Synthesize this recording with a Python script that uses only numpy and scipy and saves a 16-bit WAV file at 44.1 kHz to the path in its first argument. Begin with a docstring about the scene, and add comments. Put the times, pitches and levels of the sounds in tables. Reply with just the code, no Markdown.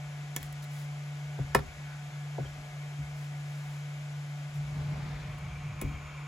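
"""A ceramic tile snaps into its pocket in a plywood board with one loud clack, as the impact excites the
damped modes of tile and board. Around it the tile ticks and scrapes, fingers rub and knock on it, and
the bench booms. The board lies on the bed of a laser engraver, whose fan hums and blows throughout.
Then the gantry is rolled across by hand, carrying the fan from left to right, and bumps its end stop."""
import sys
import numpy as np
from scipy import signal
from scipy.fft import rfft, irfft
from scipy.io import wavfile

SR = 44100
rng = np.random.default_rng(int(sys.argv[2]) if len(sys.argv) > 2 else 0)


def generate_wav(signal):
    """Clip the signal to [-1, 1] and save it as 16-bit WAV at the path in sys.argv[1]."""
    frames = np.transpose(np.atleast_2d(signal))
    scaled = np.clip(frames, -1, 1) * 32767
    pcm = np.round(scaled).astype(np.int16)
    wavfile.write(sys.argv[1], SR, pcm)


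N = 276507
TIME, HZ = np.arange(N) / SR, np.fft.rfftfreq(N, 1 / SR)
AGE = TIME[:SR]  # t/s since an event began


def amp(db):
    """Amplitude ratio of a level in decibels."""
    return 10 ** (np.asarray(db) / 20)

def unit(x):
    """Normalisation to unit rms."""
    return x / np.sqrt(np.mean(x ** 2) + 1e-20)

def read(points, hz):
    """Interpolation on a logarithmic frequency axis."""
    f, value = np.transpose(points)
    return np.interp(np.log(hz + 1), np.log(f + 1), value)

def add(mix, s, sound):
    """Superposition of a sound starting at time s."""
    part = mix[round(s * SR):][:len(sound)]
    part += sound[:len(part)]

def noise(spectrum, size=N):
    """Spectrally shaped noise of unit rms, so the spectrum's levels are relative."""
    gain = amp(read(spectrum, np.fft.rfftfreq(size, 1 / SR)))
    return unit(irfft(rfft(rng.standard_normal(size)) * gain, size))

def drift(rate_hz):
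    """Low-pass random fluctuation of unit rms."""
    return unit(irfft(rfft(rng.standard_normal(N)) * np.exp(-(HZ / rate_hz) ** 2), N))

def ring(modes):
    """Free vibration: a sum of damped modes, neighbours in antiphase."""
    return sum((-1) ** k * amp(db - 60 * AGE / t60) * np.sin(2 * np.pi * hz * AGE)
               for k, (hz, db, t60) in enumerate(modes))

def bend(x, spread_s=0.00686, corner_hz=337):
    """Dispersion of bending waves: lower frequencies arrive later."""
    size = 2 * len(x)
    hz = np.fft.rfftfreq(size, 1 / SR)
    phase = 2 * np.pi * spread_s * corner_hz * np.arctan(hz / corner_hz)
    return irfft(rfft(x, size) * np.exp(-1j * phase), size)[:len(x)]

# Treble phase shift round the body between two microphones: f/Hz, left lead/rad
TREBLE_PHASE = [(0, 0), (7200, 0), (8900, -3.1), (10400, -6), (11600, -6.5), (13300, -9.4), (14600, -12.5)]
def stereo(x, paths):
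    """Localisation by level and phase differences between left and right."""
    table = np.array(paths)
    lean = amp(read(table[:, [0, 1]], HZ) / 2)
    lag = np.exp(-1j * (read(table[:, [0, 2]], HZ) + read(TREBLE_PHASE, HZ)))
    return irfft(rfft(x) * np.array([lean, lag / lean]), N)

# Reverberation time of a small cluttered workshop: f/Hz, T60/s
ROOM_DECAY = [(100, 0.46), (500, 0.15), (2000, 0.13), (6000, 0.13), (15000, 0.018)]
def room(x, gap_s=.004, reflections_per_s=3000):
    """Diffuse reverberation: dense decaying reflections, independent on each side."""
    taps = rng.standard_normal((2, SR)) * (rng.random((2, SR)) < reflections_per_s / SR) * (AGE > gap_s)
    hz, t, spectra = signal.stft(taps, SR, nperseg=256)
    tail = signal.istft(spectra * amp(-60 * t / read(ROOM_DECAY, hz)[:, None]), SR, nperseg=256)[1]
    return signal.fftconvolve(x[None], tail / np.linalg.norm(tail[0]), axes=1)[:, :N]

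# The gantry, pushed off by hand and slowing towards the stop: t/s, relative speed
GANTRY_SPEED = [(4.5, 0.062), (4.66, 0.53), (4.82, 0.99), (4.96, 1.05), (5.16, 0.76), (5.4, 0.42),
                (5.8, 0.42), (5.9, 0)]
def travel():
    """Gantry position (0-1) as the integral of speed; returns both."""
    moving = (TIME > GANTRY_SPEED[0][0]) & (TIME < GANTRY_SPEED[-1][0])
    speed = np.interp(TIME, *np.transpose(GANTRY_SPEED)) * moving
    return np.clip(np.cumsum(speed) / np.sum(speed), 0, 1), speed

# Paths from the fan, parked and at the far end: f/Hz, left minus right/dB, left lead/rad, coherence
PARKED_PATHS = [(146, 0.65, 0, 0.9), (350, -1, -0.1, 0.55), (520, 2, 0.15, 0.5), (720, 0.6, -0.15, 0.68),
                (1100, 0.6, 0.7, 0.58), (1450, 2.5, 1.3, 0.35), (1700, 0.5, 0.6, 0.5),
                (2150, 1.5, 1.7, 0.72), (2800, 5, 1.4, 0.15), (3600, 7, 0.2, 0.3), (4400, 4, -0.5, 0.45),
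                (5500, 3, -0.9, 0.35), (6800, 1, 0, 0.85), (9000, 0, 0, 0.97), (14000, 0.3, 0, 0.8)]
FAR_PATHS = [(146, 0.45, 0, 0.9), (350, -2, -0.1, 0.5), (500, 0.5, 0.3, 0.5), (720, -1, -0.1, 0.7),
             (1200, -2, -0.6, 0.78), (1600, 1, -0.7, 0.45), (2200, 2, -0.3, 0.88), (3000, 3, 0.5, 0.55),
             (4200, 3, -0.6, 0.6), (5300, 4.5, -0.2, 0.2), (6800, 0.5, 0.2, 0.88), (9000, 0.3, 0, 0.95),
             (14000, 0.3, 0, 0.85)]
# Reflections off nearby surfaces: delay/s, level/dB
NEAR_ECHOES = [(.0041, -50), (.0067, -17), (0.0107, -15.5)]
def wide_noise(spectrum, paths=FAR_PATHS, low_cut_hz=120):
    """Partially coherent stereo noise without bass, comb-filtered by reflections."""
    comb = 1 + sum(amp(db) * np.exp(-2j * np.pi * HZ * delay) for delay, db in NEAR_ECHOES)
    colour = comb * HZ ** 4 / (HZ ** 4 + low_cut_hz ** 4)
    left, other = colour * rfft(noise(spectrum)), colour * rfft(noise(spectrum))
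    coherence = np.clip(read(np.array(paths)[:, [0, 3]], HZ), 0, 1)
    right = coherence * left + np.sqrt(1 - coherence ** 2) * other
    return stereo(irfft([left, right], N), paths)

# Airflow spectra, parked and at the far end: f/Hz, level/dB
AIR_PARKED = [(120, 11.5), (200, -1), (500, 0), (700, 4.5), (950, -0.5), (1350, 0), (1600, 1), (1850, -2.5),
              (2070, 1), (2200, 2), (3000, -4.5), (4400, -9), (7000, -8.5), (9000, -16), (12000, -18.5),
              (14300, -28.5), (16000, -54)]
AIR_FAR = [(180, -8), (300, 0.5), (500, -1), (700, 0), (1200, 0.5), (1750, -3), (2300, 2.5), (2900, -6.5),
           (4100, -12), (5500, -14), (6600, -14), (9000, -21), (12500, -25), (14000, -37), (16000, -60)]
def fan_air(parked_db=-50, far_db=-51):
    """Broadband flow noise, changing colour as the gantry carries the fan across."""
    place = travel()[0]
    parked = amp(parked_db) * wide_noise(AIR_PARKED, PARKED_PATHS)
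    far = amp(far_db) * wide_noise(AIR_FAR)
    return np.sqrt(1 - place) * parked + np.sqrt(place) * far

# The fan's thin whirr: t/s, f/Hz, level/dB
WHIRR_GLIDE = [(5.2, 6330, -93), (5.48, 6350, -73), (5.8, 6700, -68), (6.27, 6870, -69)]
def fan_whirr(width_hz=380, wander_hz=70):
    """Narrow-band air noise whose centre rises as the gantry nears the far end."""
    s, hz, db = np.transpose(WHIRR_GLIDE)
    angle = 2 * np.pi * np.cumsum(np.interp(TIME, s, hz) + wander_hz * drift(8.2)) / SR
    band = drift(width_hz) * np.sin(angle) + drift(width_hz) * np.cos(angle)
    return amp(np.interp(TIME, s, db)) * (TIME > s[0]) * band

# Housing resonances: f/Hz, width/Hz, parked level/dB, far-end level/dB
HOUSING_TONES = [(612.4, 4.4, -68.5, -67), (845, 14.3, -73, -78), (1101, 60.1, -78.5, -62.5),
                 (1270, 50, -76, -64), (1467, 40, -73, -71), (1696, 8.9, -70.5, -74),
                 (1943, 11.5, -70.5, -80), (2157, 11.1, -69, -75), (2216, 41.6, -67, -64.5),
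                 (2303, 14, -73.5, -64), (2368, 107.7, -78, -67), (2420, 10.7, -79, -68),
                 (2740, 90, -85, -67.5), (3170, 30.6, -74.5, -70.5), (3490, 6.8, -77.5, -79)]
def fan_housing(swell_db=3.5, shift_power=0.96):
    """Resonances of finite bandwidth: faint wandering tones whose balance shifts as the fan moves."""
    place, out = travel()[0] ** shift_power, np.zeros(N)
    for hz, width, parked_db, far_db in HOUSING_TONES:
        cycles = np.cumsum(hz + width * drift(3 * width)) / SR
        level_db = parked_db + place * (far_db - parked_db) + swell_db * drift(width)
        out += amp(level_db) * unit(np.sin(2 * np.pi * cycles))
    return out

# Hand pressure on board, frame or gantry: t/s, duration/s, attenuation/dB (negative swells the hum)
PRESSES = [(0, 0.71, 2), (0.395, 0.038, 10), (1.457, 0.68, 3), (1.624, 0.16, 9), (2.105, 0.017, 12),
           (2.405, 0.33, 5.5), (2.43, 0.025, 5), (2.732, 0.4, 1.5), (2.984, 0.05, -4), (4.478, .075, 1.5),
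           (4.555, 0.082, -5.5), (4.634, 0.078, -3), (4.762, 0.18, -5), (5.95, 0.2, 4)]
def hand_damping_db(ease_s=0.019):
    """Contact damping of the hum: each press eases in, holds and eases out."""
    return sum(db * np.clip(np.minimum(TIME - s, s + length - TIME) / ease_s + .5, 0, 1)
               for s, length, db in PRESSES)

# Blade-passing tone and its octave: level/dB
BLADE_LEVELS = [-64, -68]
# Low background noise of the room: f/Hz, level/dB
ROOM_MURK = [(10, -40), (25, -10), (42, 1), (60, 7.5), (110, -0.5), (180, 3), (260, -6.5), (500, -54)]
RUMBLE_POWER = 0.15  # rolling vibration grows as this power of speed
def fan_hum(rotor_hz=145.7, blades=5, parked_db=-38.5, far_db=-41.5, rolling_db=-0.5, murk_db=-62):
    """Forced vibration of the frame at the rotation rate, with blade tones, over the room's murk."""
    angle, (place, speed) = 2 * np.pi * rotor_hz * TIME, travel()
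    level_db = parked_db + place * (far_db - parked_db) + rolling_db * speed - hand_damping_db()
    hum = amp(level_db + 0.5 * drift(22)) * np.sin(angle)
    flutter = 1 + 0.19 * speed ** RUMBLE_POWER * drift(22)  # uneven while the wheels roll
    whine = sum(amp(db + drift(4)) * np.sin(blades * k * angle) for k, db in enumerate(BLADE_LEVELS, 1))
    return np.sqrt(2) * (hum * flutter + whine) + amp(murk_db) * noise(ROOM_MURK)

# Spectra of wheel rumble, wheel hiss and the passing gantry's swish: f/Hz, level/dB
WHEEL_RUMBLE = [(10, -38), (25, -21), (40, 4), (75, 8), (110, 6), (150, 7.5), (200, -3.5), (300, -33),
                (500, -46), (1000, -74)]
WHEEL_HISS = [(150, 13.5), (300, 5), (450, 0.5), (800, 1), (1400, -5), (2400, -14), (4700, -15),
              (7000, -38), (14000, -48)]
SWISH = [(1300, -17), (1750, 8), (2200, 2), (2800, -16), (3500, -3), (4700, -6.5), (5600, -10), (7500, -38)]
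def wheels(rumble_db=-43, build_s=0.21, hiss_db=-44.5, hiss_power=1.63, swish_db=-56, swish_s=5.15):
    """Rolling noise on rails: rumble and hiss follow power laws of speed, with a swish midway."""
    speed = travel()[1]
    build = np.clip((TIME - GANTRY_SPEED[0][0]) / build_s, 0, 1)
    rumble = build * amp(rumble_db + drift(23)) * speed ** RUMBLE_POWER * noise(WHEEL_RUMBLE)
    swish = amp(swish_db) * np.exp(-((TIME - swish_s) / 0.15) ** 2 / 2) * wide_noise(SWISH)
    hiss = amp(hiss_db) * speed ** hiss_power * wide_noise(WHEEL_HISS)
    return rumble + swish + hiss

# Modes of the gantry frame: f/Hz, level/dB, T60/s
FRAME_MODES = [(214, -2, 0.22), (283, -1, 0.57), (366, -3, 0.21), (405, -7, 0.23), (486, -5.5, 0.19),
               (610, 2.5, 0.035), (750, -2, 0.05), (1060, -8, 0.08), (1290, -5, 0.055), (1700, -11, 0.042),
               (2180, 0, 0.057), (2450, -4, 0.077)]
def end_stop(stop_s=5.817, stop_db=-39):
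    """Impact excitation: the frame rings dully against its stop."""
    out = np.zeros(N)
    add(out, stop_s, amp(stop_db) * ring(FRAME_MODES))
    return out

# Pushes on a tile and jolts of the gantry: t/s, boom level/dB, shudder level/dB
THUMPS = [(0.39, -51, -46), (1.389, -22.5, -38), (1.551, -33.5, -33.5), (2.391, -25.5, -40),
          (2.572, -62, -47.5), (2.986, -39.5, -45), (4.7681, -43, -52), (5.018, -31.5, -63),
          (5.1125, -37.5, -58), (5.8328, -33.5, -29)]
# Spectrum of the bench's shudder: f/Hz, level/dB
SHUDDER = [(10, -42), (25, -40), (42, 11), (75, 10.5), (110, 10.5), (210, -5), (320, -10), (600, -43)]
# Swaying modes of the bench: f/Hz, level/dB, T60/s
BENCH_MODES = [(39, -11, 1), (63.9, -3, 1), (75, -5, 1), (278.4, 1.5, 0.19)]
def bench_thumps(boom_hz=141, swell_s=0.022, rise_s=0.0057, shudder_s=0.079, sway_db=-4, loose_db=-3):
    """Transient response of the bench: a low resonance builds for a few cycles; sway and shudder last."""
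    out, swell = np.zeros(N), AGE / swell_s
    boom = (swell * np.exp(1 - swell)) ** 2 * np.sin(2 * np.pi * boom_hz * AGE)
    sway = amp(sway_db) * ring(BENCH_MODES)
    onset = 1 - np.exp(-AGE / rise_s)
    for s, boom_db, shudder_db in THUMPS:
        shudder = amp(loose_db) * noise(SHUDDER, size=SR) * np.exp(-AGE / shudder_s)
        add(out, s, amp(boom_db) * boom + amp(shudder_db) * (shudder + sway) * onset)
    return out

# Fingers and sleeves rubbing, and a tile scraping along its pocket: t/s, duration/s, level/dB
RUBS = [(0.383, 0.11, -57), (0.618, 0.038, -53.5), (0.676, 0.2, -56), (3.129, 0.16, -62.5),
        (3.362, 0.55, -64), (4.53, 0.064, -61)]
SCRAPES = [(1.3, 0.19, -59.5), (1.83, 0.2, -58), (2.34, .09, -59), (2.428, 0.033, -53)]
# Their spectra: f/Hz, level/dB
RUB_SPECTRUM = [(800, -7), (2500, -4), (6500, -4.5), (11000, -5.5), (15500, -13)]
SCRAPE_SPECTRUM = [(600, -20), (1150, -12), (1480, 12), (1750, 1), (2300, -5), (4000, -31)]
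def friction(strokes, spectrum, grain_db=2, grain_hz=1500):
    """Sliding friction: short strokes of finely grained noise."""
    envelope = np.zeros(N)
    for s, length, db in strokes:
        add(envelope, s, amp(db) * signal.windows.tukey(int(length * SR), .6))
    return envelope * unit(noise(spectrum) * amp(grain_db * drift(grain_hz)))

# Spectrum of a fingertip squeaking on glaze: f/Hz, level/dB
SQUEAK_SPECTRUM = [(2300, -40), (2900, -5), (3130, 9), (3320, -3), (4000, -40)]
def finger_squeak(start_s=2.454, level_db=-49, fade_s=0.016):
    """Stick-slip of skin, heard as a rough burst of narrow-band noise."""
    out = np.zeros(N)
    envelope = np.sqrt(AGE / fade_s) * np.exp(-AGE / fade_s)
    add(out, start_s, amp(level_db) * noise(SQUEAK_SPECTRUM, size=SR) * envelope)
    return out

# Tile on pocket or gantry on frame: t/s, level/dB, decay/s, low body gain/dB, tile ring level/dB
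TICKS = [(0.3633, -21, 0.00095, -17, -17), (0.3643, -27.5, 0.0008, 3, -10.5),
         (0.4295, -33, 0.0014, -8, -22), (0.5267, -41, 0.0009, -14, -20), (1.5487, -14, 0.00078, -21, -33),
         (5.383, -55, 0.0048, -1, -30), (5.8144, -28, 0.0017, -10, -29), (5.822, -41.5, .003, 5, -18)]
# Spectrum of the contact: f/Hz, level/dB
TICK_SPECTRUM = [(200, 15), (900, 9.5), (1400, 5), (2050, 9.5), (2700, -4), (3400, 8.5), (4400, -2.5),
                 (5500, -5.5), (6700, 4.5), (8000, 7.5), (9000, 2), (10000, 10), (10900, 5), (11800, 6.5),
                 (13200, 6), (14500, -1), (16000, 4)]
# Modes of the tile alone: f/Hz, level/dB, T60/s
TILE_MODES = [(1760, -1, 0.031), (2010, -3, 0.027), (2240, 4, 0.036), (3350, 0, 0.079), (3450, -7, 0.023),
              (4710, -15, 0.035), (5600, 1, 0.04), (5800, -10, .025), (5850, -3, 0.03), (6610, -7, 0.016),
              (6850, -5, .03), (8080, -8, 0.029), (9900, -24, 0.02), (10300, 0, .016), (11500, -3, 0.02)]
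def edge_ticks(tail_db=-18, tail_s=0.011, body_hz=2500):
    """Brief hard contact: a broadband burst and the tile's ring, dispersed so that the treble leads."""
    out = np.zeros(N)
    tail = amp(tail_db) * np.exp(-AGE / tail_s)  # scatter of dense high modes
    for s, db, decay_s, body_db, ring_db in TICKS:
        burst = noise(TICK_SPECTRUM, size=SR) * (np.exp(-AGE / decay_s) + tail)
        burst += amp(ring_db) * ring(TILE_MODES)
        body = signal.lfilter(*signal.butter(1, body_hz, fs=SR), burst)
        shelved = burst + (amp(body_db) - 1) * body
        add(out, s, amp(db) * bend(shelved, spread_s=0.000676, corner_hz=3000))
    return out

# Blows on the tile, the loudest snapping it home: t/s, ring level/dB, hardness/Hz, low cut/Hz,
# crack level/dB, crack decay/s, hand damping/(dB/s)
KNOCKS = [(0.364, -39.5, 444, 154, -46, 0.011, 60), (1.3857, -28, 574, 110, -85, 0.014, 380),
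          (1.5477, -11, 6000, 60, -28.5, 0.012, 70), (1.5902, -31, 1610, 900, -37, 0.005, 1200),
          (2.3798, -16.5, 520, 564, -85, 0.014, 520), (2.3875, -25, 385, 120, -85, 0.014, 420),
          (2.445, -40, 600, 300, -85, .014, 30)]
# Coupled modes of tile and plywood: f/Hz, level/dB, T60/s
BOARD_MODES = [(200, -20.5, 0.096), (210, -11.5, 0.052), (302, -29, 0.14), (399, -8.5, 0.096),
               (432, -20, 0.24), (473, -0.5, 0.0073), (533, -6, 0.057), (668, -12, 0.046),
               (740, -10, 0.061), (776, -7.5, 0.027), (956, -8.5, 0.064), (980, -6.5, 0.012),
               (1010, -1, 0.029), (1100, -8.5, 0.038), (1195, -24, 0.21), (1300, -12, 0.053),
               (1384, -16, 0.074), (1670, -19, 0.039), (1768, -2.5, 0.025), (1840, -20, 0.073),
               (2000, -23, 0.046), (2010, -7, 0.025), (2160, -24, 0.12), (2410, -19, 0.064),
               (2500, -20, 0.065), (2900, -18, 0.037), (3340, -41, 0.054), (3900, -24, 0.042),
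               (4880, -18, 0.024), (5400, -20, 0.046), (5670, -19, 0.017)]
# Spectrum of the crack at impact: f/Hz, level/dB
CRACK_SPECTRUM = [(200, -12), (450, 0), (1000, 9), (1500, 8), (2000, 5), (3000, -1), (4000, -1.5),
                  (5200, -5), (7000, -27), (9000, -15), (11000, -8), (13000, -20), (16000, -34)]
def tile_knocks():
    """Modal response to impact: soft fingers omit high modes, blows near the rim omit low ones."""
    out = np.zeros(N)
    for s, db, hard_hz, low_hz, crack_db, crack_s, damping in KNOCKS:
        softness = signal.butter(8, min(hard_hz * np.sqrt(2), SR / 3), fs=SR, output="sos")
        body = signal.sosfilt(softness, ring(BOARD_MODES) * amp(-damping * AGE))
        body = signal.lfilter(*signal.butter(2, low_hz, "high", fs=SR), body)
        crack = amp(crack_db) * noise(CRACK_SPECTRUM, size=SR) * np.exp(-AGE / crack_s)
        add(out, s, amp(db) * bend(body) + crack)
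    return out

# Paths from the board: f/Hz, left minus right/dB, left lead/rad
BOARD_PATHS = [(100, 2.3, 0.058), (200, 0.5, -0.1), (378, 0, -1.05), (530, 1.8, -1.15), (720, 2, -0.2),
               (1050, -1.5, 0.56), (1360, 3, 1), (1730, -4, -0.72), (2140, 3, 1), (3420, 1.5, 1),
               (4480, 2, 0.2), (5430, 4, -1.6), (7000, 0, -0.27), (10900, 0, 0.74)]
def scene(room_db=-15):
    """Superposition of the hand work, its reverberation, the moving fan and the wheels."""
    work = tile_knocks() + edge_ticks() + friction(RUBS, RUB_SPECTRUM)
    work += friction(SCRAPES, SCRAPE_SPECTRUM) + finger_squeak() + end_stop()
    tones, place = fan_hum() + fan_housing() + fan_whirr(), travel()[0]
    fan = (1 - place) * stereo(tones, PARKED_PATHS) + place * stereo(tones, FAR_PATHS) + fan_air()
    return stereo(work + bench_thumps(), BOARD_PATHS) + amp(room_db) * room(work) + fan + wheels()

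def record(dry, edge_hz=16100):
    """Band limiting by a linear-phase low-pass filter."""
    low_pass = signal.firwin(511, edge_hz, window=("kaiser", 9), fs=SR)
    return signal.oaconvolve(dry, low_pass[None], "same")


dry = scene()
out = record(dry)
generate_wav(out)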